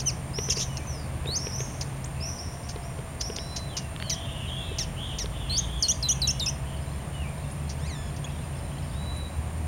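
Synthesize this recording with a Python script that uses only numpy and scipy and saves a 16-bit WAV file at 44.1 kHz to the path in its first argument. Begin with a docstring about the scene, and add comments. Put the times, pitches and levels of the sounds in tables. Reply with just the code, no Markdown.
"""Sharp hummingbird chips sound over a rumble of traffic; rising squeaks and a quick run of two-part
notes follow. The bird's syrinx makes gliding harmonics, which the resonances of its throat shape.
Other birds buzz, whistle and trill farther off, blurred by scattering from twigs and ground.
Motors hum, one engine pulls away as its firing rate climbs, and far tyres whine.
Soft knocks ring the plastic case of a hand-held camera, among a few dry ticks."""
import sys
import numpy as np
from scipy import signal
from scipy.fft import rfft, irfft, next_fast_len
from scipy.io import wavfile
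from scipy.ndimage import map_coordinates

SR = 44100
rng = np.random.default_rng(int(sys.argv[2]) if len(sys.argv) > 2 else 0)


def pcm_store(signal):
    """Save signal as 16-bit PCM."""
    levels = np.round(np.clip(np.atleast_2d(signal), -1, 1) * 32767)
    wavfile.write(sys.argv[1], SR, levels.astype(np.int16).T)


N = 426447


def amp(db):
    """Decibels to amplitude ratio."""
    return 10 ** (np.asarray(db) / 20)


def gain_at(spectrum, hz):
    """Gain of a (frequency_hz, gain_db) curve, interpolated on a log frequency axis."""
    frequency_hz, gain_db = np.transpose(spectrum)
    return amp(np.interp(np.log(hz + 1), np.log(frequency_hz + 1), gain_db))


def curves(rows):
    """Linear interpolation, per sample, of each column after the time."""
    time_s, *columns = np.transpose(rows)
    return [np.interp(np.arange(N) / SR, time_s, column) for column in columns]


def wobble(rate, size=N):
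    """Smooth random modulation with `rate` knots a second."""
    knots = rng.standard_normal(int(size * rate / SR) + 4)
    return map_coordinates(knots, [np.arange(size) * rate / SR])


def filtered(x, response):
    """Linear filtering: the spectrum is multiplied by a frequency response."""
    size = next_fast_len(len(x) + 8192)
    return irfft(rfft(x, size) * response(np.fft.rfftfreq(size, 1 / SR)), size)[:len(x)]


def noise(spectrum, size=N):
    """White noise filtered to a spectral shape, at rms 1."""
    coloured = filtered(rng.standard_normal(size), lambda hz: gain_at(spectrum, hz))
    return coloured / np.sqrt(np.mean(coloured ** 2) + 1e-20)


def phase_of(hz):
    """Phase is the time integral of frequency."""
    return 2 * np.pi * np.cumsum(hz) / SR


def add(track, start_s, sound):
    """Superpose a sound on the track."""
    start = max(round(start_s * SR), 0)
    track[start:start + len(sound)] += sound[:max(N - start, 0)]


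def progress(length_s):
    """Normalised time u, from 0 to 1 over a note."""
    return np.linspace(0, 1, int(length_s * SR))


def envelope(u, attack, release, start_db, end_db):
    """Level in dB: a ramp, a hold at 0, a ramp; attack and release are shares of the note."""
    return start_db * np.clip(1 - u / attack, 0, 1) + end_db * np.clip(1 - (1 - u) / release, 0, 1)


def arc(u, start, middle, end):
    """A parabolic glide through three pitches."""
    return middle + (end - start) * (u - .5) + 2 * (start + end - 2 * middle) * (u - .5) ** 2


def bump(u, centre, width):
    """A Gaussian of height 1."""
    return np.exp(-((u - centre) / width) ** 2)


def warble(size, rate_hz, drift):
    """A sinusoidal modulator whose rate drifts at random."""
    return np.sin(phase_of(rate_hz * (1 + drift * wobble(41.7, max(size, SR))[:size])))


def syrinx(notes, harmonic_gain, flutter_rate, flutter_depth, shimmer_db, harmonics):
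    """Harmonic notes (start_s, pitch_hz, level_db, roughness); roughness modulates pitch and level."""
    track = np.zeros(N)
    for start_s, pitch_hz, level_db, roughness in notes:
        size = len(pitch_hz)
        shake = lambda rate: roughness * wobble(rate, max(size, SR))[:size]
        hz = pitch_hz * np.exp(flutter_depth * shake(flutter_rate))
        t = np.arange(size) / SR
        fade = np.clip(np.minimum(t, t[::-1]) / 0.00025, 0, 1)
        strength = fade * amp(level_db + shimmer_db * shake(flutter_rate / 2))
        phase = phase_of(hz)
        tone = sum(harmonic_gain(k, k * hz) * (k * hz < SR / 2) * np.sin(k * phase)
                   for k in range(1, harmonics + 1))
        add(track, start_s, strength * tone)
    return track


def traffic():
    """Road rumble and tyre noise are broadband bands whose levels drift slowly."""
    # traffic strength: time_s, rumble_db, road_db
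    levels = [(0, -33, -44.5), (1.4, -33.5, -43.5), (2.5, -35, -45), (4.2, -34, -44.5),
              (9.67, -33.5, -44.5)]
    # spectra of the rumble and the tyre noise: frequency_hz, gain_db
    rumble_spectrum = [(20, -21), (43, -8.5), (62, -1), (80, 2), (102, -6.5), (119, -3), (140, -2.5),
                       (170, -7), (200, -12.5), (315, -20), (520, -37.5), (900, -120)]
    road_spectrum = [(150, -4), (280, -1.5), (500, 0), (680, 1), (850, -1), (1100, -1.5), (1350, -8),
                     (1800, -7), (2600, -9.5), (4000, -18), (7000, -23.5), (16000, -37)]
    rumble_db, road_db = curves(levels)
    return amp(rumble_db - 1.5) * noise(rumble_spectrum) + amp(road_db + 0.5) * noise(road_spectrum)


def motor_drone():
    """A motor's periodic vibration radiates one low, slightly unsteady tone."""
    # course of the hum: time_s, pitch_hz, level_db
    hum = [(0, 131.4, -36.5), (1.9, 132.3, -38.5), (2.4, 131, -46), (4.6, 130, -47), (6.3, 135.5, -37),
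           (7.2, 137.8, -37), (7.8, 141.5, -37.5), (8.9, 141.8, -39), (9.67, 142.6, -64)]
    pitch_hz, level_db = curves(hum)
    return amp(level_db + 0.54 * wobble(4)) * np.sin(phase_of(pitch_hz * (1 + 0.012 * wobble(12))))


def tyre_whine():
    """Tonal noise of far tyres: a wavering tone swells, with a fainter one on either side."""
    # course of the main tone: time_s, pitch_hz
    whine = [(0, 662), (1.3, 622), (1.8, 653), (2.15, 638), (2.35, 702), (2.8, 694), (3.1, 648), (3.8, 682),
             (4.0, 642), (4.25, 678), (4.45, 635), (4.65, 662), (5.3, 645), (9.0, 665), (9.25, 728)]
    lead_hz = curves(whine)[0] * (1 + .008 * wobble(7))
    swell_db = 4 * bump(np.arange(N) / SR, centre=3.6, width=1.6)
    sides = sum(amp(2 * wobble(2)) * np.sin(phase_of(hz * (1 + .02 * wobble(4)))) for hz in (585, 720))
    return amp(-54 + swell_db + 2 * wobble(6)) * np.sin(phase_of(lead_hz)) + amp(-57.5) * sides


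def hiss():
    """Faint stationary noise, strongest near 9 kHz."""
    # shape of the hiss: frequency_hz, gain_db
    spectrum = [(1000, -8), (4000, -20), (6500, -14.5), (7300, -2), (8300, -3.5), (8900, 4), (9600, -3),
                (10500, -10.5), (13000, -19), (16000, -13)]
    return amp(-50) * noise(spectrum)


def hummingbird():
    """Source and filter: harmonics slide in turn through the resonance of throat and bill."""
    # throat response, open and narrowed: frequency_hz, gain_db
    open_throat = [(900, -38), (2000, -8.5), (3000, -17.5), (3700, -7), (4400, -4.5), (5600, -2.5),
                   (6600, -1), (7300, -18.5), (9000, -18.5), (12000, -29.5), (16000, -48)]
    narrow_throat = [(1000, -24), (2000, -16), (3700, -11.5), (4500, -5), (5600, 0), (6500, -2.5),
                     (7300, -17.5), (9000, -20), (16000, -33)]
    wide = lambda k, hz: gain_at(open_throat, hz)
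    narrow = lambda k, hz: gain_at(narrow_throat, hz)
    clear = syrinx([*two_part_notes(), *squeaks()], wide,
                   flutter_rate=810, flutter_depth=0.082, shimmer_db=4.5, harmonics=5)
    hoarse = syrinx([*slurs(), *rasps()], wide,
                    flutter_rate=1400, flutter_depth=0.101, shimmer_db=2.5, harmonics=5)
    sharp = syrinx([*chips(), *chews()], narrow,
                   flutter_rate=900, flutter_depth=0.113, shimmer_db=10, harmonics=8)
    return clear + hoarse + sharp


def chips():
    """A steep downward sweep covers a wide band in an instant, so it sounds sharp."""
    # hummingbird chips: start_s, length_s, pitch_hz, level_db, sweep_depth
    notes = [(0.0, 0.028, 2720, -30, 0.45), (0.77, 0.012, 2710, -31.5, 0.44),
             (1.81, 0.021, 2810, -26.5, 0.68), (2.688, 0.037, 1570, -38, 0.83),
             (3.21, 0.016, 1685, -28, .82), (3.361, 0.016, 1270, -33.5, 0.98),
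             (3.561, .035, 1526, -31.5, 0.91), (3.767, 0.034, 1557, -29, 0.92),
             (7.693, 0.043, 1280, -40.5, 0.94), (8.162, 0.028, 995, -50, 0.78)]
    for start_s, length_s, pitch_hz, level_db, sweep_depth in notes:
        u = progress(length_s)
        glide = 1.9 * np.exp(-u / 0.09) - 0.63 * u
        shape_db = 7 + envelope(u, attack=0.23, release=0.88, start_db=-4.5, end_db=-25)
        yield start_s, pitch_hz * np.exp(sweep_depth * glide), level_db + shape_db, 0.073 + .5 * u


def slurs():
    """Short falling glides; random modulation makes some of them hoarse."""
    # hummingbird slurs: start_s, length_s, start_hz, middle_hz, end_hz, level_db, roughness
    notes = [(0.058, 0.049, 3050, 2920, 2070, -18, 0.04), (0.496, 0.023, 3830, 2855, 2600, -16, 0.55),
             (0.553, 0.0287, 5370, 4580, 4500, -28, 0.3), (3.205, 0.014, 6100, 5900, 5900, -27.5, 0)]
    for start_s, length_s, *pitches_hz, level_db, roughness in notes:
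        u = progress(length_s)
        shape_db = envelope(u, attack=0.31, release=0.42, start_db=-14.5, end_db=-16)
        yield start_s, arc(u, *pitches_hz), level_db + shape_db, roughness


def neighbours(notes, overtone_db=-24):
    """The birds in the scrub sound a fundamental and a weaker second harmonic."""
    return syrinx(notes, lambda k, hz: amp(overtone_db * (k - 1)),
                  flutter_rate=700, flutter_depth=0.084, shimmer_db=6, harmonics=2)


def buzzes():
    """A fluttering pitch approaches its top exponentially from below."""
    # a neighbour's high buzzes: start_s, length_s, top_hz, level_db
    notes = [(0.335, 0.13, 6180, -34.5), (0.482, 0.045, 6330, -35), (0.551, 0.084, 6330, -40),
             (1.354, 0.145, 5930, -36), (1.518, 0.057, 6170, -34), (1.58, 0.049, 6670, -35),
             (2.203, 0.11, 6070, -35), (2.383, 0.037, 5860, -37), (2.487, 0.087, 6200, -53),
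             (2.63, .04, 5900, -49), (2.82, .06, 5950, -52), (3.197, 0.1, 5850, -36.5),
             (3.379, 0.046, 5730, -39)]
    for start_s, length_s, top_hz, level_db in notes:
        u = progress(length_s)
        pitch_hz = top_hz * (1 - 0.21 * np.exp(-u / 0.4)) * np.exp(.008 * wobble(69, len(u)))
        shape_db = envelope(u, attack=0.2, release=0.19, start_db=-10, end_db=-13)
        yield start_s, pitch_hz, level_db + shape_db, .2


def camera():
    """Knocks excite damped modes of the plastic case; ticks are bare bursts of decaying noise."""
    # impacts on the body: start_s, ring_db, crack_db
    knocks = [(0.386, -24, -33), (0.487, -29, -39), (0.57, -29, -45), (1.257, -31, -40),
              (1.289, -30.5, -49), (1.468, -28.5, -38), (1.603, -29.5, -40), (2.759, -30.5, -43),
              (2.988, -32.5, -46), (3.299, -28, -43.5), (3.385, -34, -46), (4.715, -30.5, -49),
              (5.242, -30, -47)]
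    # modes of the case: pitch_hz, gain_db, t60_s
    modes = [(424, -1.5, 0.055), (472, -4.5, 0.05), (940, -9, 0.012)]
    # dry ticks: start_s, peak_db
    ticks = [(2.06, -32), (3.386, -22), (3.963, -23), (4.001, -24), (4.025, -17.5), (5.259, -23.5)]
    # spectrum of a crack: frequency_hz, gain_db
    crack_spectrum = [(300, -25), (1200, -1), (1800, 4), (3300, 6.5), (4500, -6), (9000, -35), (16000, -37)]
    track, t = np.zeros(N), np.arange(SR // 8) / SR
    burst = lambda t60_s: noise(crack_spectrum, len(t)) * amp(-60 * t / t60_s)
    for start_s, ring_db, crack_db in knocks:
        ring = sum(amp(db - 60 * t / t60_s) * np.sin(2 * np.pi * hz * (1 + 0.0077 * rng.normal()) * t)
                   for hz, db, t60_s in modes)
        add(track, start_s + 0.00104, amp(ring_db) * ring + amp(crack_db + 6.5) * burst(t60_s=0.023))
    for start_s, peak_db in ticks:
        crack = burst(t60_s=0.0065)
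        add(track, start_s, amp(peak_db) * crack / np.abs(crack).max())
    return track


def rasps():
    """Fast, wide frequency modulation spreads a rising note into rasping sidebands."""
    # hummingbird rasps: start_s, length_s, pitch_hz, level_db
    notes = [(0.514, 0.028, 2970, -22), (0.565, 0.044, 2750, -27), (0.594, 0.059, 3090, -23.5)]
    for start_s, length_s, pitch_hz, level_db in notes:
        u = progress(length_s)
        glide = 0.168 * (u - .5) + 0.11 * warble(len(u), rate_hz=370, drift=0.076)
        shape_db = envelope(u, attack=0.34, release=0.41, start_db=-3, end_db=-19)
        yield start_s, pitch_hz * np.exp(glide), level_db + shape_db, 1


def scoops():
    """A nearly pure tone sinks into a dip in frequency and partly recovers."""
    # low whistles: start_s, length_s, pitch_hz, level_db
    notes = [(0.688, 0.15, 3010, -49), (7.134, .16, 2990, -45.5)]
    for start_s, length_s, pitch_hz, level_db in notes:
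        u = progress(length_s)
        glide = -.09 * u - 0.19 * bump(u, centre=0.81, width=0.21)
        shape_db = envelope(u, attack=0.11, release=0.36, start_db=-5, end_db=-3)
        yield start_s, pitch_hz * np.exp(glide), level_db + shape_db, .05


def whistles():
    """Nearly pure tones follow parabolic glides as they swell or fade."""
    # whistles in the scrub: start_s, length_s, start_hz, middle_hz, end_hz, level_db, swell_db
    notes = [(0.871, 0.18, 6280, 5170, 4500, -47, -21), (3.683, 0.095, 3750, 3200, 2800, -47, 8),
             (3.78, 0.24, 2830, 2690, 2710, -52.5, 3), (3.991, 0.11, 4240, 4500, 3850, -46.5, 5),
             (4.48, .06, 3870, 3275, 2900, -44.5, -7), (4.549, 0.21, 2860, 2690, 2620, -48.5, -3),
             (5.785, 0.18, 6560, 5380, 4700, -49, -4), (8.266, 0.014, 2424, 2570, 2750, -44, -2)]
    for start_s, length_s, *pitches_hz, level_db, swell_db in notes:
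        u = progress(length_s)
        shape_db = swell_db * (u - .5) + envelope(u, attack=0.094, release=0.35, start_db=-6, end_db=2)
        yield start_s, arc(u, *pitches_hz), level_db + shape_db, .08


def squeaks():
    """A piecewise linear sweep: a slow climb breaks at a knee into a louder flick, then sags."""
    # hummingbird squeaks: start_s, climb_s, start_hz, knee_hz, level_db, sag_s
    notes = [(1.270, .077, 3550, 4640, -26, 0.012), (5.497, 0.067, 4040, 4550, -22.5, .014)]
    flick_s, top_hz, sag_hz_per_s = .025, 6750, 63000
    for start_s, climb_s, start_hz, knee_hz, level_db, sag_s in notes:
        corners_s = np.cumsum([0, climb_s, flick_s, sag_s])
        corners_hz = [start_hz, knee_hz, top_hz, top_hz - sag_hz_per_s * sag_s]
        u = progress(corners_s[-1])
        pitch_hz = np.interp(u * corners_s[-1], corners_s, corners_hz) * np.exp(.017 * wobble(120, len(u)))
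        accent_db = 5 * bump(u, centre=0.84, width=.13)
        shape_db = envelope(u, attack=.02, release=.05, start_db=-4, end_db=-15)
        yield start_s, pitch_hz, level_db + accent_db + shape_db, .15


def flicks():
    """A very high sweep shoots up and levels off exponentially."""
    # thin flicks: start_s, length_s, top_hz, level_db
    notes = [(2.043, 0.03, 8430, -34.5), (7.512, 0.025, 10500, -42), (9.163, 0.031, 10790, -43)]
    for start_s, length_s, top_hz, level_db in notes:
        u = progress(length_s)
        shape_db = envelope(u, attack=.15, release=0.62, start_db=-1, end_db=-13)
        yield start_s, top_hz * (1 - .42 * np.exp(-u / 0.19)), level_db + shape_db, .15


def triller():
    """Joint amplitude and frequency modulation chops a far bird's note into a rattle."""
    start_s, length_s, pitch_hz, level_db, pulse_hz = 2.16, .15, 2600, -42, 66
    t = np.arange(N) / SR - start_s
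    swell = np.sqrt(np.clip(4 * t / length_s * (1 - t / length_s), 0, 1))
    pulse = np.sin(np.pi * pulse_hz * t) ** 2
    return amp(level_db) * swell * pulse * np.sin(phase_of(pitch_hz * (0.83 + 0.22 * pulse)))


def held_whistles():
    """An onset glide rises into a long tone of almost constant frequency."""
    # long whistles: start_s, length_s, pitch_hz, level_db
    notes = [(3.366, .37, 4030, -44), (8.933, .35, 3955, -43.5)]
    for start_s, length_s, pitch_hz, level_db in notes:
        u = progress(length_s)
        glide = -.17 * np.exp(-u / 0.04) - .11 * (u - .55) ** 2
        shape_db = envelope(u, attack=0.41, release=0.28, start_db=-9, end_db=-5.5)
        yield start_s, pitch_hz * np.exp(glide), level_db + shape_db, .06


def chorus():
    """Frequency modulation too fast for the ear to follow makes overlapping arches buzz."""
    # far calls: start_s, length_s, start_hz, middle_hz, end_hz, level_db, warble_depth
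    notes = [(4.01, .21, 3050, 3150, 3195, -43.5, 0.036), (4.137, 0.31, 3140, 3330, 3080, -46, 0.097),
             (4.25, 0.21, 2750, 2880, 2720, -44, 0.039), (4.461, 0.17, 3090, 3290, 3400, -38, 0.039),
             (4.6, .25, 3420, 3405, 2780, -45, 0.115), (4.964, 0.17, 2790, 3330, 2860, -38.5, 0.055),
             (5.038, 0.16, 3380, 3436, 3240, -47, 0.092), (5.318, 0.22, 3230, 3133, 2750, -45, 0.11),
             (5.482, 0.17, 3130, 3405, 3410, -38.5, 0.077), (5.676, 0.2, 3050, 3330, 2818, -42.5, .05),
             (5.982, 0.25, 2960, 2985, 2740, -48.5, 0.13), (6.236, 0.29, 2930, 3090, 2880, -49, 0.12),
             (6.652, 0.12, 2910, 3090, 2880, -50, 0.074)]
    for start_s, length_s, *pitches_hz, level_db, warble_depth in notes:
        u = progress(length_s)
        swing = warble_depth * warble(len(u), rate_hz=170, drift=0.035)
        shape_db = envelope(u, attack=0.19, release=0.24, start_db=-7, end_db=-1)
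        yield start_s, arc(u, *pitches_hz) * np.exp(swing), level_db + shape_db, .15


def chews():
    """The frequency falls exponentially to a shelf, then sags off it."""
    # hummingbird "chew" notes: start_s, shelf_hz, level_db
    notes = [(4.096, 2008, -21), (4.784, 1904, -22.5), (5.185, 1950, -25)]
    u = progress(length_s=.06)
    glide = 1.5 * np.exp(-u / .08) - 0.49 * u ** 4.4
    accent_db = 6 * bump(u, centre=0.084, width=0.11)
    shape_db = envelope(u, attack=0.067, release=0.37, start_db=-1, end_db=-18) - 5.5
    for start_s, shelf_hz, level_db in notes:
        yield start_s, shelf_hz * np.exp(glide), level_db + accent_db + shape_db, 0.13 + 0.16 * u ** 2


def engine():
    """Periodic firing makes a harmonic series that rises as the engine pulls away."""
    # course of the engine: time_s, firing_hz, level_db
    pull_away = [(4.5, 29.7, -58), (4.8, 38.25, -41), (5.1, 49.7, -41), (5.5, 56.13, -36.5),
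                 (6.1, 61.64, -37.5), (6.7, 67.6, -40.5), (7.3, 70.9, -42.5), (7.8, 75.1, -34),
                 (8.3, 77.94, -41), (8.6, 77.6, -47), (9.1, 76.1, -38.5), (9.67, 78.85, -33.5)]
    firing_hz, level_db = curves(pull_away)
    phase = phase_of(firing_hz * (1 + 0.0078 * wobble(9)))
    tone = np.sin(phase) + amp(-12.5) * np.sin(2 * phase) + amp(-18.5) * np.sin(3 * phase)
    return amp(level_db + 3.5 + 1.2 * wobble(9.9)) * tone


def two_part_notes():
    """A frequency jump joins two glides: a drop onto a held pitch, then a lower dip that frays."""
    # the hummingbird's run: start_s, drop_s, drop_hz, drop_db, drop_depth, tilt_db,
    # dip_s, dip_hz, dip_db, lowest_share
    notes = [(5.824, 0.058, 4297, -13.5, 0.58, -12, 0.042, 2860, -17, 0.24),
             (6.026, 0.059, 4060, -20, 0.36, 0, 0.045, 2900, -16.5, 0.295),
             (6.217, 0.055, 3960, -17.5, 0.31, 0, 0.044, 2667, -18.5, 0.47),
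             (6.396, 0.064, 3680, -21.5, 0.6, 4, 0.04, 2540, -20.5, 0.26)]
    for start_s, drop_s, drop_hz, drop_db, depth, tilt_db, dip_s, dip_hz, dip_db, lowest in notes:
        u = progress(drop_s)
        glide = depth * np.exp(-u / 0.085) - 0.024 * u ** 2
        shape_db = tilt_db * u + envelope(u, attack=0.033, release=0.37, start_db=-9, end_db=-18)
        yield start_s, drop_hz * np.exp(glide), drop_db + shape_db, .14
        u = progress(dip_s)
        fall = np.clip(1 - u / lowest, 0, 1)
        rise = np.clip((u - lowest) / (1 - lowest), 0, 1)
        glide = .29 * fall ** 2 + 0.18 * np.sin(np.pi / 2 * rise) ** 2
        shape_db = envelope(u, attack=.15, release=.45, start_db=-4, end_db=-5)
        yield start_s + drop_s, dip_hz * np.exp(glide), dip_db + shape_db, .16 + .4 * u ** 4


def twitter(start_s, end_s, count):
    """Faint sweeps, up or down, arrive at random times from far back in the scrub."""
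    for when, long, high, loud, slope in rng.random((count, 5)):
        u = progress(0.016 + 0.023 * long)
        pitch_hz = 2600 * 2.2 ** high * np.exp(0.3 * (slope - .6) * (.4 - u))
        shape_db = envelope(u, attack=0.15, release=0.72, start_db=-12, end_db=-32)
        yield start_s + (end_s - start_s) * when, pitch_hz, -53 + 4 * loud - 4 * high + shape_db, .3


def crier():
    """Strong harmonics make a distant cry nasal; a spike of effort lifts its pitch and level."""
    # nasal resonances: frequency_hz, gain_db
    nasal = [(1700, -8.5), (2500, -11.5), (3700, -6.5), (5200, -12), (7000, -10), (9000, -22)]
    start_s, length_s, pitch_hz, level_db = 7.79, .315, 1755, -41
    u = progress(length_s)
    effort = .45 * bump(u, .29, .055) + .55 * bump(u, .33, .16) - .45 * np.exp(-u / .08) - .1 * u ** 2
    note = start_s, pitch_hz * np.exp(.35 * effort), level_db + 8 * effort - 24 * (u - .5) ** 2, .3
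    return syrinx([note], lambda k, hz: gain_at(nasal, hz),
                  flutter_rate=190, flutter_depth=0.038, shimmer_db=4, harmonics=4)


def pip():
    """The pitch snaps up and holds for an instant; a strong second harmonic makes it bright."""
    start_s, length_s, top_hz, level_db = 8.2415, .017, 3380, -35
    u = progress(length_s)
    glide = -.7 * np.exp(-u / 0.063)
    shape_db = envelope(u, attack=0.18, release=0.64, start_db=-25, end_db=-9)
    return neighbours([(start_s, top_hz * np.exp(glide), level_db + shape_db, .25)], overtone_db=-2.5)


def reflection(x, delay_s, gain_db):
    """Interference: one delayed copy beats against each sweep."""
    return x + amp(gain_db) * np.pad(x, (round(delay_s * SR), 0))[:N]


def scrub(x, wet_db, t60_s):
    """Scattering from twigs and ground adds an exponentially decaying tail."""
    t = np.arange(SR // 2) / SR
    tail = rng.standard_normal(len(t)) * amp(-60 * t / t60_s) * (t > .002)
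    return x + amp(wet_db) * signal.fftconvolve(x, tail / np.linalg.norm(tail))[:N]


def scene():
    """The sources superpose; more reverberation against the direct sound makes a bird seem farther."""
    calls = reflection(hummingbird(), delay_s=.0065, gain_db=-13)
    calls = calls + crier() + triller() + neighbours(flicks()) + pip()
    birds = scrub(calls, wet_db=-14.5, t60_s=0.29)
    faint = [*twitter(6.6, 8.2, count=35), *twitter(8.28, 8.95, count=50)]
    birds += scrub(neighbours([*whistles(), *scoops()]), wet_db=-3, t60_s=0.37)
    birds += scrub(neighbours(chorus()), wet_db=-1.5, t60_s=0.53)
    birds += scrub(neighbours(held_whistles()), wet_db=-10, t60_s=0.87)
    birds += scrub(neighbours([*buzzes(), *faint], overtone_db=-21), wet_db=-1.5, t60_s=0.79)
    road = traffic() + engine() + motor_drone() + tyre_whine()
    return (birds + road + camera() + hiss())[None]


def record(dry):
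    """The microphone's frequency response has a deep notch near 8 kHz and a band limit."""
    limit_hz = 15950
    response = lambda hz: amp(-24 * bump(hz, centre=7880, width=310)) * (hz < limit_hz)
    return filtered(dry[0], response)[None]


dry = scene()
out = record(dry)
pcm_store(out)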